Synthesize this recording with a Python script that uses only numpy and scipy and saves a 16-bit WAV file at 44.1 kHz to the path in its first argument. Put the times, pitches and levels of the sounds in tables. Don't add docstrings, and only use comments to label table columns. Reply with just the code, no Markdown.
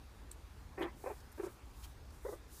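import sys
import numpy as np
from scipy import signal
from scipy.fft import rfft, irfft, next_fast_len
from scipy.io import wavfile
from scipy.ndimage import uniform_filter1d, map_coordinates

SR = 44100
rng = np.random.default_rng(int(sys.argv[2]) if len(sys.argv) > 2 else 0)


def wav_out(sig):
    wavfile.write(sys.argv[1], SR, np.round(np.clip(np.atleast_2d(sig).T, -1, 1) * 32767).astype(np.int16))


def makeup_ratio(level_db):
    decades = np.asarray(level_db, float) / 20
    return 10 ** decades


N = 114660

# time in seconds, strength in dB.
TRAFFIC_STRENGTH = [
    (0, -56.5),
    (.4, -54),
    (1.1, -56.5),
    (1.6, -56),
    (1.9, -52),
    (2.6, -59.5),
]
# frequency in Hz, level in dB.
RUMBLE_SPECTRUM = [(12, -43), (20, -8.5), (37, -1.5), (59, 2), (78, -4), (97, -12), (118, -11), (170, -34),
                   (220, -28), (370, -120)]
# frequency in Hz, level in dB.
HUSH_SPECTRUM = [(88, -23), (150, -3), (290, -2), (692, -11.5), (762, -8.5), (1100, -9.5), (3010, -20.5),
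                 (3580, -19.5), (15300, -30.5)]
# peak in seconds, rise in seconds, fall in seconds, level in dB, centre in Hz.
PAW_STROKES = [(1.322, .004, 0.0087, -68, 9000), (2.107, 0.0022, 0.0055, -67, 7000),
               (1.205, .003, 0.0072, -66, 5000), (.322, 0.0046, 0.015, -64.5, 8440),
               (.8, 0.0086, 0.0075, -65.5, 11000), (0.827, 0.013, 0.015, -64, 9000),
               (1.041, 0.052, 0.13, -64, 9100), (1.4, .04, 0.057, -67.5, 10000),
               (1.458, 0.029, 0.013, -61.5, 6750), (1.518, 0.043, 0.043, -68, 10000),
               (1.68, 0.02, .03, -79, 11000), (1.8, 0.039, 0.075, -64.5, 10000),
               (1.845, 0.011, 0.0095, -57.5, 6540), (1.845, 0.013, 0.022, -63.5, 2770),
               (1.901, 0.039, 0.024, -71.5, 10000), (2.149, 0.024, 0.03, -68.5, 9170),
               (2.309, 0.061, 0.041, -61.5, 9100), (2.554, 0.036, .09, -58.5, 8600)]
# start in seconds, peak level in dB, ring in Hz, 60 dB decay in seconds.
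GRIT_TICKS = [(.3135, -39.5, 7530, 0.0038), (.316, -29.5, 8340, 0.003), (0.318, -38, 8750, 0.0026),
              (.324, -58, 9000, .006), (.797, -57, 12900, .008), (.808, -56, 13000, .008),
              (.816, -51, 9300, .006), (0.824, -51, 6800, 0.0065), (1.319, -51, 9040, 0.0084),
              (1.3268, -46.5, 12200, 0.0051), (1.658, -59, 11000, .005), (1.838, -56, 3130, 0.033),
              (1.846, -55, 3220, .03), (1.695, -62, 11000, .005), (1.207, -69, 5000, 0.0047),
              (2.1062, -55, 4500, .008)]
# start in seconds, length in seconds, level in dB,
# starting pitch in Hz, final pitch in Hz.
GRUNT_PUFFS = [
    [(.774, 0.045, -45, 351, 385), (.804, 0.043, -38.5, 385, 308.3), (.838, 0.0354, -43, 354.4, 326.7),
     (.866, 0.031, -52, 920, 1016)],
    [(1.037, 0.0154, -43, 430, 445), (1.058, 0.029, -39, 476, 507), (1.097, 0.028, -44, 518.5, 370.4)],
    [(1.376, 0.017, -47, 304, 318), (1.392, 0.019, -37.5, 341.5, 385), (1.429, 0.028, -43.5, 335, 373),
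     (1.461, 0.0282, -47.5, 417, 314)],
    [(2.247, 0.028, -40, 381, 532), (2.282, 0.021, -40, 398, 450), (2.321, 0.026, -44, 164.3, 173.3)],
]
HOARSENESS = [
    (.36, .45, .1),
    (.14, .4, .025),
    (.12, .22, .035),
    (.09, .25, .025),
]
# frequency in Hz, width in Hz, level in dB.
RESONANCES = [
    [(345, 303, 4.5), (786, 140, -6), (1050, 280, -3.5), (1520, 320, -30), (1843, 380, -8),
     (2390, 460, -19)],
    [(445, 430, 1.5), (864, 470, -6.5), (1250, 540, -18), (1650, 540, -18), (2410, 290, -20.5)],
    [(385, 243, 3), (930, 120, -10), (1225, 196, -11.5), (1630, 270, -18.5), (2330, 490, -27)],
    [(450, 266, 4), (1010, 400, -23), (1190, 160, -9), (1482, 120, -18.5), (1930, 120, -16.5)],
]
BREATH_LEVELS = [-58.5, -52, -55, -55.5]
PAIRED_REGISTER = (250, 600)


def unit(x):
    return x / np.sqrt(np.mean(x ** 2) + 1e-20)


def along(points, hz):
    f, db = np.transpose(points)
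    return np.interp(np.log(hz + 1), np.log(f + 1), db, left=-120, right=-120)


def wobble(rate, size=N):
    knots = rng.standard_normal(size // 64 + 4)
    return map_coordinates(knots, [np.arange(size) * rate / SR])


def filtered(x, response):
    m = next_fast_len(len(x) + 8192)
    return irfft(rfft(x, m) * response(np.fft.rfftfreq(m, 1 / SR)), m)[:len(x)]


def resonance(f, centre_hz, width_hz):
    damping = 1j * f * width_hz
    return damping / (centre_hz ** 2 - f * f + damping)


def swell(t, rise, fall):
    return np.exp(-.5 * (t / np.where(t < 0, rise, fall)) ** 2)


def traffic():
    rumble = unit(filtered(rng.standard_normal(N), lambda f: makeup_ratio(along(RUMBLE_SPECTRUM, f))))
    strength_db = 3 + np.interp(np.arange(N) / SR, *np.transpose(TRAFFIC_STRENGTH))
    return makeup_ratio(strength_db) * rumble


def hush():
    level_db, patch_db = -62, 1.56
    z = signal.stft(rng.standard_normal(N), nperseg=512)[2]
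    field = uniform_filter1d(rng.standard_normal(z.shape), 6, 0)
    field = uniform_filter1d(field, 14, 1)
    patchy = signal.istft(z * makeup_ratio(patch_db * unit(field)), nperseg=512)[1][:N]
    return makeup_ratio(level_db) * unit(filtered(patchy, lambda f: makeup_ratio(along(HUSH_SPECTRUM, f))))


def walls(near):
    level_db, t60_s, dull_hz, gap_s = -12.5, 0.067, 3070, .004
    t = np.arange(SR // 4) / SR
    tail = filtered(rng.standard_normal(len(t)), lambda f: 1 / (1 + 1j * f / dull_hz))
    tail = tail * makeup_ratio(-60 * t / t60_s) * (t > gap_s)
    return makeup_ratio(level_db) * signal.fftconvolve(near, tail / np.linalg.norm(tail))[:N]


def scuffs():
    octaves, grains_per_s, grain_spread_db, grain_share = 0.91, 5100, 2.5, 0.31
    before = SR // 5
    t = (np.arange(SR // 2) - before) / SR
    out = np.zeros(N + SR)
    for s, rise, fall, db, centre_hz in PAW_STROKES:
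        hit = rng.random(len(t)) < grains_per_s / SR
        size = np.minimum(rng.exponential(size=len(t)), 3.5)
        hiss = rng.standard_normal(len(t))
        grains = unit(hit * makeup_ratio(grain_spread_db * size) * np.sign(hiss))
        sand = np.sqrt(grain_share) * grains + np.sqrt(1 - grain_share) * hiss
        band = unit(filtered(sand, lambda f: np.exp(-.5 * (np.log2(f / centre_hz + 1e-6) / octaves) ** 2)))
        unsteady_db = 0.45 * wobble(33.3, size=len(t))
        out[round(s * SR) - before:][:len(t)] += makeup_ratio(db + unsteady_db) * swell(t, rise, fall) * band
    return out[:N]


def grit():
    crack_db, onset_s = -17, 0.000082
    out = np.zeros(N)
    t = np.arange(SR // 20) / SR
    for s, db, hz, t60 in GRIT_TICKS:
        ring = np.sin(2 * np.pi * hz * t)
        ring += 0.23 * np.sin(2 * np.pi * 0.518 * hz * t)
        ring += 0.24 * np.sin(2 * np.pi * 1.4 * hz * t)
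        crack = makeup_ratio(crack_db) * np.diff(rng.standard_normal(len(t) + 1)) / 2
        decay = makeup_ratio(db - 60 * t / t60) * (1 - np.exp(-t / onset_s))
        out[round(s * SR):][:len(t)] += decay * (ring + crack)
    return out


def rasp():
    peak_s, rise_s, fall_s, level_db = .829, .009, .014, -51
    centre_hz, width_hz, bursts_per_s = 3250, 700, 170
    t = np.arange(N) / SR - peak_s
    gate = (1 + np.cos(2 * np.pi * bursts_per_s * t + 2 * wobble(87))) ** 2
    bursts = gate * rng.standard_normal(N)
    band = unit(filtered(bursts, lambda f: resonance(f, centre_hz, width_hz) ** 2))
    return makeup_ratio(level_db) * swell(t, rise_s, fall_s) * band


def throat(x, rings, tilt_db):
    chest_hz = 167

    def response(f):
        total = 0
        for k, (centre, width, db) in enumerate(rings):
            level = makeup_ratio(db + tilt_db * (centre - rings[0][0]) / 1000)
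            peak = resonance(f, centre, width) * resonance(f, centre, 1.53 * width)
            peak = peak * resonance(f, centre, (3.9 if k else 1.9) * width)
            total = total + (-1) ** k * level * peak
        return total * 1j * f / (chest_hz + 1j * f)

    return unit(filtered(x, response))


def puff(length, from_hz, to_hz, rings, tilt_db, hoarse):
    attack_s, release_s, sag_db, shimmer_db = 0.0036, 0.0097, 3, 0.07
    glide_curve, air_tilt_db = 0.448, 0.5
    noise, uneven, jitter = hoarse
    size = SR // 8
    t = np.arange(size) / SR
    glide = np.minimum(t / length, 1) ** glide_curve
    hz = (from_hz + (to_hz - from_hz) * glide) * (1 + jitter * wobble(136, size=size))
    phase = 2 * np.pi * np.cumsum(hz) / SR

    k = np.arange(1, 49)[:, None]
    paired = PAIRED_REGISTER[0] < from_hz < PAIRED_REGISTER[1]
    strength = np.where(k % 2, uneven * paired, k * from_hz < SR / 2)
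    pulses = (strength * np.cos(k * phase / 2)).sum(0)
    pulses = pulses * makeup_ratio(shimmer_db * (-1 + 3.4 * noise) * wobble(341, size=size))
    air = (1 + np.cos(phase)) * rng.standard_normal(size)

    voice = np.sqrt(1 - noise) * throat(pulses, rings, tilt_db)
    voice += np.sqrt(noise) * throat(air, rings, tilt_db + air_tilt_db)
    shape = np.clip(t / attack_s, 0, 1) * np.clip((length - t) / release_s, 0, 1)
    return voice * np.sin(np.pi / 2 * shape) ** 2 * makeup_ratio(sag_db * (.5 - t / length))


def grunts():
    brighter_db_per_khz, breath_tilt_db = 0.06, 6
    out = np.zeros(N + SR)
    t = np.arange(SR // 4) / SR
    for puffs, rings, breath_db, hoarse in zip(GRUNT_PUFFS, RESONANCES, BREATH_LEVELS, HOARSENESS):
        loudest_db = max(row[2] for row in puffs)
        for s, length, db, from_hz, to_hz in puffs:
            tilt_db = brighter_db_per_khz * (db - loudest_db)
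            voice = puff(length, from_hz, to_hz, rings, tilt_db, hoarse)
            out[round(s * SR):][:SR // 8] += makeup_ratio(db) * voice
        start = puffs[0][0]
        whole = puffs[-1][0] + puffs[-1][1] - start
        shape = np.interp(t, [0, .025, whole - .01, whole + 0.024], [0, 1, 1, 0])
        breath = throat(rng.standard_normal(len(t)), rings, breath_tilt_db)
        out[round(start * SR):][:len(t)] += makeup_ratio(breath_db) * shape * breath
    return out[:N]


def scene():
    near = grunts() + grit() + rasp()
    mix = near + walls(near) + scuffs() + traffic() + hush()
    return mix[None]


def band_limit(x):
    return signal.sosfilt(signal.butter(12, 15600, fs=SR, output="sos"), x)


def record(dry):
    low_hz, top_hz = 29.6, 15340
    mix = filtered(dry[0], lambda f: (f < top_hz) * (1j * f / (low_hz + 1j * f)) ** 2)
    return band_limit(mix[None])


dry = scene()
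out = record(dry)
wav_out(out)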